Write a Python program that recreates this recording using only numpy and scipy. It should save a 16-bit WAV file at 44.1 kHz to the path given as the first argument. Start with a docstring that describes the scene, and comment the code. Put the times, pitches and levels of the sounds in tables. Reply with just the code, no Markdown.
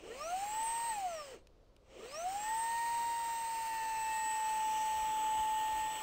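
"""A small cordless vacuum cleaner, held close in a quiet room, spins up: the hum sounds once a turn, nine blades
whine at nine times that rate, a bearing sings beside the second order and filtered noise rushes through the vents.
It coasts and brakes, all tones falling with the one shaft; in the pause the switch clicks twice, ringing its plastic.
It starts again with a shudder in its mount and runs on, settling to a lower cruising speed.
Later the hand shifts its grip with dull thuds, brings the tail end near and makes the vents hiss briefly."""
import sys
import numpy as np
from scipy import signal
from scipy.fft import rfft, irfft
from scipy.io import wavfile
from scipy.ndimage import uniform_filter1d

SR = 44100
rng = np.random.default_rng(int(sys.argv[2]) if len(sys.argv) > 2 else 0)


def output_pcm(signal):
    """Save a mono or channel-first signal as 16-bit PCM at the path in sys.argv[1].

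    Samples are clipped to [-1, 1] before scaling.
    """
    pcm = np.clip(np.atleast_2d(signal).T, -1, 1) * 32767
    wavfile.write(sys.argv[1], SR, np.round(pcm).astype(np.int16))


N = 265834
HOP = 128  # samples between noise frames
TIME = np.arange(N) / SR
FRAMES = np.arange(N // HOP + 5) * HOP / SR  # frame times, s
BINS = np.fft.rfftfreq(4 * HOP, 1 / SR)  # frame frequencies, Hz
SPECTRUM_HZ = np.fft.rfftfreq(N, 1 / SR)
BLADES = 9
FULL_HZ = 900  # full speed, turns per second: the reference for levels


def amp(db):
    """Level definition: 20 dB is a factor of ten in amplitude."""
    return 10 ** (np.asarray(db) / 20)


def curve(rows, t, axis=1):
    """Linear interpolation: one column of a timed table, joined by straight lines."""
    rows = np.array(rows)
    return np.interp(t, rows[:, 0], rows[:, axis])


def read(points, hz):
    """Spectral envelope: values joined by straight lines over logarithmic frequency."""
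    f, value = np.transpose(points)
    return np.interp(np.log(hz + 1), np.log(f), value)


def peak(hz, centre_hz, width_hz):
    """Simple resonance: gain 1 at its centre, 3 dB down at the edges of its width."""
    return 1 / np.hypot(1, 2 * (hz - centre_hz) / width_hz)


def lift(resonances, hz):
    """Resonance response: the decibels that a set of modes adds at a frequency."""
    return sum(db * peak(hz, centre, width) ** 2 for centre, width, db in resonances)


def drift(rate_hz):
    """Low-pass random fluctuation: slow chance of rms 1."""
    x = irfft(rfft(rng.standard_normal(N)) / (1 + (SPECTRUM_HZ / rate_hz) ** 2), N)
    return x / x.std()


def noise(density):
    """Time-varying spectral density: noise with this amplitude per root Hz, frames by bins."""
    z = rng.standard_normal((len(FRAMES), len(BINS), 2)) @ [1, 1j]
    scale = np.sqrt(SR * 3 / (8 * HOP))
    _, x = signal.istft(scale * (z * density).T, nperseg=4 * HOP, noverlap=3 * HOP)
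    return x[:N]


def steady(gain_at):
    """Stationary spectral density: noise whose amplitude per root Hz is a function of frequency."""
    spectrum = rfft(rng.standard_normal(N)) * gain_at(SPECTRUM_HZ)
    return irfft(spectrum, N) * np.sqrt(SR / 2)


def swells(rows):
    """Gaussian envelope: a bell-shaped rise and fall for each row, its length one standard deviation."""
    return sum(amp(db) * np.exp(-((TIME - s) / length) ** 2 / 2) for s, length, db in rows)


def octaves(speed):
    """Logarithmic speed: doublings counted from full speed."""
    return np.log2(np.maximum(speed, 1) / FULL_HZ)


# the controller follows an S-shaped ramp, which it joins a little way up
RAMP_SHAPE, RAMP_LEAD_S = 1.9, .128


def ramp(start_s, length_s):
    """Stretched-exponential approach: an S-shaped rise from 0 to 1."""
    return 1 - np.exp(-(np.maximum(TIME - start_s, 0) / length_s) ** RAMP_SHAPE)


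# time constants without power: slow when coasting, fast under the brake
COAST_S, BRAKE_S = .733, .078
# in a long run the speed settles to a lower cruising value
SAG_FROM_S, SAG_S, SAG_HZ = 2.88, .905, 65.7
# runs of the motor: switch-on t/s, top speed before sag f/Hz, ramp time t/s, power cut t/s, brake on t/s
MOTOR_RUNS = [(-.17, 939, .512, .877, 1.338), (1.77, 936, .5, np.inf, np.inf)]


def shaft_speed():
    """Exponential decay of rotation: runs ramp up, coast unpowered and brake; turns per second."""
    speed = -SAG_HZ * ramp(SAG_FROM_S, SAG_S)
    for on_s, top_hz, ramp_s, cut_s, brake_s in MOTOR_RUNS:
        slowing = np.maximum(TIME - cut_s, 0) / COAST_S + np.maximum(TIME - brake_s, 0) / BRAKE_S
        rise = top_hz * ramp(on_s - RAMP_LEAD_S, ramp_s)
        speed = speed + (TIME > on_s) * rise * np.exp(-slowing)
    return uniform_filter1d(speed, size=1600, mode="nearest")


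RELAX_S = 0.19  # time for the air stream to relax or pick up again


def coasting():
    """First-order relaxation: 0 while the motor is powered, easing to 1 when it is not."""
    powered = sum(1.0 * (TIME > on_s) * (TIME < cut_s) for on_s, _, _, cut_s, _ in MOTOR_RUNS)
    step = 1 / (RELAX_S * SR)
    return signal.lfilter([step], [1, step - 1], 1 - powered)


STALL_HZ, STALL_STEEPNESS = 302, 3.43  # below this speed the fan hardly moves air
RUSH_AWAY_DB, RUSH_NEAR_DB = -0.52, 1.63  # stream gain with the tail end away and near
RUSH_DB_PER_OCTAVE, COAST_RUSH_DB = 3.5, -2.5  # growth per doubling of speed; change without power


def flow(speed, near):
    """Fan law with stall: the air stream sets in above the stall speed, then grows gently."""
    pumping = 1 / (1 + (STALL_HZ / np.maximum(speed, 1)) ** STALL_STEEPNESS)
    full_db = RUSH_AWAY_DB + near * (RUSH_NEAR_DB - RUSH_AWAY_DB)
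    return pumping * amp(full_db + RUSH_DB_PER_OCTAVE * octaves(speed) + COAST_RUSH_DB * coasting())


# gain for a doubling of the speed; change of the weaker tones without power
HUM_DB_PER_OCTAVE, WHINE_DB_PER_OCTAVE, COAST_TONES_DB = 20.5, 16, -4
# hum as the hand turns the body, at full speed and off resonance: t/s, rms level/dB
HUM_TURNING = [(.6, -41), (2.28, -41.5), (3, -38), (3.4, -42), (3.8, -43), (4.68, -37), (5.1, -38),
               (5.39, -35.5), (5.85, -38.7), (6, -46)]
# whine likewise, more sharply beamed: t/s, rms level/dB
WHINE_TURNING = [(.17, -60.5), (.62, -58), (1.24, -63.6), (2.14, -56.5), (2.61, -62), (2.76, -68),
                 (3.75, -69.5), (4.09, -63), (4.29, -55), (4.75, -62.5), (5.25, -59), (5.72, -64),
                 (5.92, -59)]
# resonances of the body, swept by the hum: f/Hz, width/Hz, lift/dB
BODY_MODES = [(333, 80, 10), (447, 68, 12), (651, 55, 7), (731.6, 63, 11), (808, 15, 5.5), (848, 25, -1.5),
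              (889, 50, 4)]
# resonances of the fan housing, swept by the whine: f/Hz, width/Hz, lift/dB
HOUSING_MODES = [(5550, 1090, 15.5), (6250, 250, 7), (6590, 230, -16), (7610, 230, 9.5), (8190, 585, 14.5)]
# weaker shaft and ball-bearing tones: multiple of the shaft speed
TONE_ORDERS = [2, 19 / 9, 3, 4, 44 / 9, 5, 6, 61 / 9, 7, 8, 79 / 9]
# one row per order, before flow and shell gain: rms level away/dB, rms level with tail end near/dB
TONE_LEVELS = [(-71, -70), (-71, -77), (-64.5, -81.5), (-72.5, -68), (-70, -81), (-82, -72), (-95, -94),
               (-76, -79), (-71.5, -77), (-74, -70), (-81, -85)]
# resonances of the plastic shell, cubed below: f/Hz, width before cubing/Hz, added part against the tone/dB
SHELL_MODES = [(1199, 82, 27.5), (1356, 115, 19), (1855, 112, 19), (2160, 63, -8), (2500, 86, 12),
               (2590.5, 78, 9.5), (5300, 350, 14)]
# as the body turns, it beams one tone or another at the listener: multiple of the shaft speed
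BEAMED_ORDERS = [2, 2, 19 / 9, 19 / 9, 3, 4, 4]
# one row per beamed order: t/s, length/s, level of the added part against the tone/dB
BEAM_FLARES = [(2.8, 0.1, -6), (4.02, 0.14, 2), (0.69, 0.17, -1), (2.85, 0.31, -1.5), (4.08, 0.23, 6.5),
               (2.99, 0.3, 6.5), (5.88, 0.056, 6)]


def rotor(speed, near):
    """Order locking: all tones are tied to one shaft and flare as they sweep through resonances."""
    angle = 2 * np.pi * np.cumsum(speed * (1 + 0.000413 * drift(25))) / SR
    hum_db = curve(HUM_TURNING, TIME) + HUM_DB_PER_OCTAVE * octaves(speed) + lift(BODY_MODES, speed)
    out = amp(hum_db + 0.26 * drift(27)) * np.sin(angle)

    whine_db = curve(WHINE_TURNING, TIME) + WHINE_DB_PER_OCTAVE * octaves(speed)
    whine_db = whine_db + lift(HOUSING_MODES, BLADES * speed)
    # turbulence at the blade tips makes the whine flutter
    whine = amp(whine_db + 1.3 * drift(9.9)) * np.sin(BLADES * angle + 0.27 * drift(90))
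    out += np.clip((speed - 380) / 180, 0, 1) * whine

    spinning = np.clip((speed - 330) / 160, 0, 1)  # the weaker tones need speed to sound
    drive = spinning * flow(speed, near) * amp(COAST_TONES_DB * coasting())
    for multiple, (away_db, near_db) in zip(TONE_ORDERS, TONE_LEVELS):
        tone_hz = multiple * speed
        shell = 1 + sum(amp(db) * peak(tone_hz, hz, width) ** 3 for hz, width, db in SHELL_MODES)
        flares = [row for beamed, row in zip(BEAMED_ORDERS, BEAM_FLARES) if beamed == multiple]
        beam = 1 + swells(flares)
        level = beam * amp(away_db + near * (near_db - away_db) + 2.93 * drift(2.2))
        # the bearing and the high orders only sing at high speed
        if multiple % 1 or multiple > 4:
            level = level * np.clip((speed - 700) / 100, 0, 1)
        out += drive * shell * level * np.sin(multiple * angle + 2 * np.pi * rng.random())
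    return np.sqrt(2) * out  # rms to peak


HISS_DB_PER_OCTAVE = 15  # growth of the outlet hiss per doubling of speed
# rush with the tail end away, before flow, comb and duct: f/Hz, density level/dB per Hz
RUSH_AWAY_SPECTRUM = [(100, -94.5), (760, -88), (1250, -86.5), (1600, -88.5), (2200, -86), (3000, -85.5),
                      (3500, -96), (4200, -87.5), (5100, -94.5), (6300, -91.5), (9800, -101.8),
                      (12200, -109.4), (13800, -91), (15700, -92)]
# rush with the tail end near, likewise: f/Hz, density level/dB per Hz
RUSH_NEAR_SPECTRUM = [(100, -93), (760, -85), (1250, -83.5), (1600, -93), (2200, -87.5), (3000, -80),
                      (3500, -92), (4200, -96.5), (5100, -103), (6300, -93.5), (9800, -99.6),
                      (12200, -102.8), (13800, -95), (15700, -92.5)]
# how the cleaner is held: t/s, nearness of the tail end (0-1),
# outlet hiss at full speed before outlet and duct gain: level/dB per Hz
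HOLDING_POSE = [(.1, .6, -81.5), (.8, 0.23, -82.5), (2.05, 0.52, -81.5), (2.95, 0, -84), (3.3, 0, -84),
                (4, 0.06, -86.5), (4.35, 0.31, -81.5), (4.75, 1, -85), (5.8, 0.93, -88)]
# resonances of the air duct and its slots: f/Hz, width/Hz, lift/dB
DUCT_MODES = [(309.5, 18, 6), (730, 230, 4), (2660, 67, -3.5), (5330, 260, 5), (7680, 140, 3.5),
              (8230, 410, 3), (10560, 270, 1.5), (14200, 600, -2.5)]


def air(speed, near, dull_db=22, patchy_db=0.97, outlet_hz=8050, outlet_width_hz=1650, outlet_db=-3,
        duct_db=-.5, echo=0.19, echo_s=0.000508):
    """Flow noise: a wide rush that dulls as the fan slows and an outlet hiss, both coloured by the duct."""
    controls = (speed, near, flow(speed, near))
    speed, near, strength = (np.interp(FRAMES, TIME, control)[:, None] for control in controls)
    slow = np.clip(1 - speed / FULL_HZ, 0, .7)
    colour_db = (1 - near) * read(RUSH_AWAY_SPECTRUM, BINS) + near * read(RUSH_NEAR_SPECTRUM, BINS)
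    rush = strength * amp(colour_db - dull_db * slow * np.clip((BINS - 6500) / 3500, 0, 1))
    hiss_db = curve(HOLDING_POSE, FRAMES, axis=2)[:, None] + HISS_DB_PER_OCTAVE * octaves(speed)
    outlet = amp(hiss_db + outlet_db) / (1 + (2 * (BINS - outlet_hz) / outlet_width_hz) ** 6)
    # eddies make the stream patchy in time and frequency
    patches = uniform_filter1d(rng.standard_normal(rush.shape), size=70, axis=0)
    patches = uniform_filter1d(patches, size=4, axis=1)
    # the reflection off the moving hand combs the treble
    delay = echo_s * (1 + 0.15 * np.interp(FRAMES, TIME, drift(1.0)))[:, None]
    comb = 1 + echo * np.clip(BINS / 4000, 0, 1) * np.cos(2 * np.pi * BINS * delay)
    stream = noise(np.hypot(rush, outlet) * comb * amp(patchy_db * patches / patches.std()))
    duct = amp(duct_db + lift(DUCT_MODES, SPECTRUM_HZ))
    return irfft(rfft(stream) * duct, N) * amp(0.56 * drift(25))


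# the hand passes over the vents: t/s, length/s, level before flutter/dB per Hz
HAND_OVER_VENTS = [(4.8, 0.28, -86.5)]


def vents(hiss_hz=5950, width_hz=1300):
    """Narrow-band jet noise: air squeezes past the fingers as they slide over the slots."""
    hiss = steady(lambda hz: peak(hz, hiss_hz, width_hz) ** 3)
    return swells(HAND_OVER_VENTS) * hiss * amp(1.6 * drift(11))


# the motor shudders in its mount as it starts and brakes: t/s, length/s, level/dB per Hz
MOUNT_SHUDDERS = [(.085, 0.056, -74.5), (1.35, 0.032, -80.5), (2.0, 0.06, -76.5)]


def shudder(mount_hz=470, width_hz=260):
    """Torque reaction: sudden torque shakes the motor mount in a short, rough, low burr."""
    return swells(MOUNT_SHUDDERS) * steady(lambda hz: peak(hz, mount_hz, width_hz) ** 2)


# snaps of the switch, in close pairs: t/s, peak level/dB, brightness/dB per octave
SWITCH_SNAPS = [(1.4715, -51, 2), (1.473, -54, 2), (1.7645, -56, 4), (1.766, -57, -2)]
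# modes of the switch, before the brightness tilt: f/Hz, level/dB, t60/s
SWITCH_MODES = [(2550, 9, 0.007), (3040, -1, 0.0074), (3900, -2, .007), (5270, 0, .007), (5700, -2, 0.0064),
                (7800, -7, 0.0077), (8700, -11, .006)]


def switch(crack=.9, crack_s=.0007, crack_top_hz=7500):
    """Impulsive modal excitation: each snap is a brief wide crack that rings the same few plastic modes."""
    out = np.zeros(N)
    t = np.arange(SR // 20) / SR
    band = signal.butter(2, [900, crack_top_hz], "bandpass", fs=SR, output="sos")
    for s, db, tilt_db in SWITCH_SNAPS:
        ring = np.zeros(len(t))
        for hz, mode_db, t60 in SWITCH_MODES:
            decay = amp(mode_db + tilt_db * np.log2(hz / 4500) - 60 * t / t60)
            ring += decay * np.sin(2 * np.pi * (hz * t + rng.random()))
        snap = signal.sosfilt(band, rng.standard_normal(len(t)) * np.exp(-t / crack_s))
        tick = ring / abs(ring).max() + crack * snap / abs(snap).max()
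        out[round(s * SR):][:len(t)] += amp(db) * tick / abs(tick).max()
    return out


# soft bumps of the shifting grip: t/s, length/s, level/dB per Hz
GRIP_BUMPS = [(4.53, 0.026, -79), (5, 0.079, -78), (5.39, 0.019, -66), (5.77, 0.063, -73)]


def grip(thud_hz=45, width_hz=65):
    """Low-frequency contact noise: dull thuds as the hand moves along the body."""
    return swells(GRIP_BUMPS) * steady(lambda hz: peak(hz, thud_hz, width_hz) ** 2)


# the quiet room: f/Hz, density level/dB per Hz
ROOM_SPECTRUM = [(10, -89.5), (30, -80.5), (60, -87), (110, -93), (220, -100), (550, -94.5), (800, -107),
                 (1150, -108), (1700, -117), (4500, -118), (6000, -123), (10000, -133), (16000, -136)]


def room():
    """Stationary background noise: the quiet room, strongest in the bass."""
    return steady(lambda hz: amp(read(ROOM_SPECTRUM, hz)))


def scene():
    """Mid-side superposition: the cleaner sits in the centre; mainly the highest hiss has a little width."""
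    speed = shaft_speed()
    near = np.clip(curve(HOLDING_POSE, TIME), 0, 1)
    mid = rotor(speed, near) + air(speed, near) + vents() + shudder() + switch() + grip() + room()
    # gain of an independent air stream in the side signal: f/Hz, level/dB
    spread = [(3200, -74), (3700, -53), (5000, -19.5), (6200, -53), (8000, -47.0), (10500, 0),
              (13000, -9.0), (15500, -25)]
    side = irfft(rfft(air(speed, near)) * amp(read(spread, SPECTRUM_HZ)), N)
    return np.array([mid + side, mid - side])


EDGE_HZ = 15750  # upper band limit


def record(dry):
    """Linear-phase low-pass filtering: a steep band limit."""
    taps = signal.firwin(1023, EDGE_HZ, window=("kaiser", 9), fs=SR)
    return signal.oaconvolve(dry, taps[None], "same")


dry = scene()
out = record(dry)
output_pcm(out)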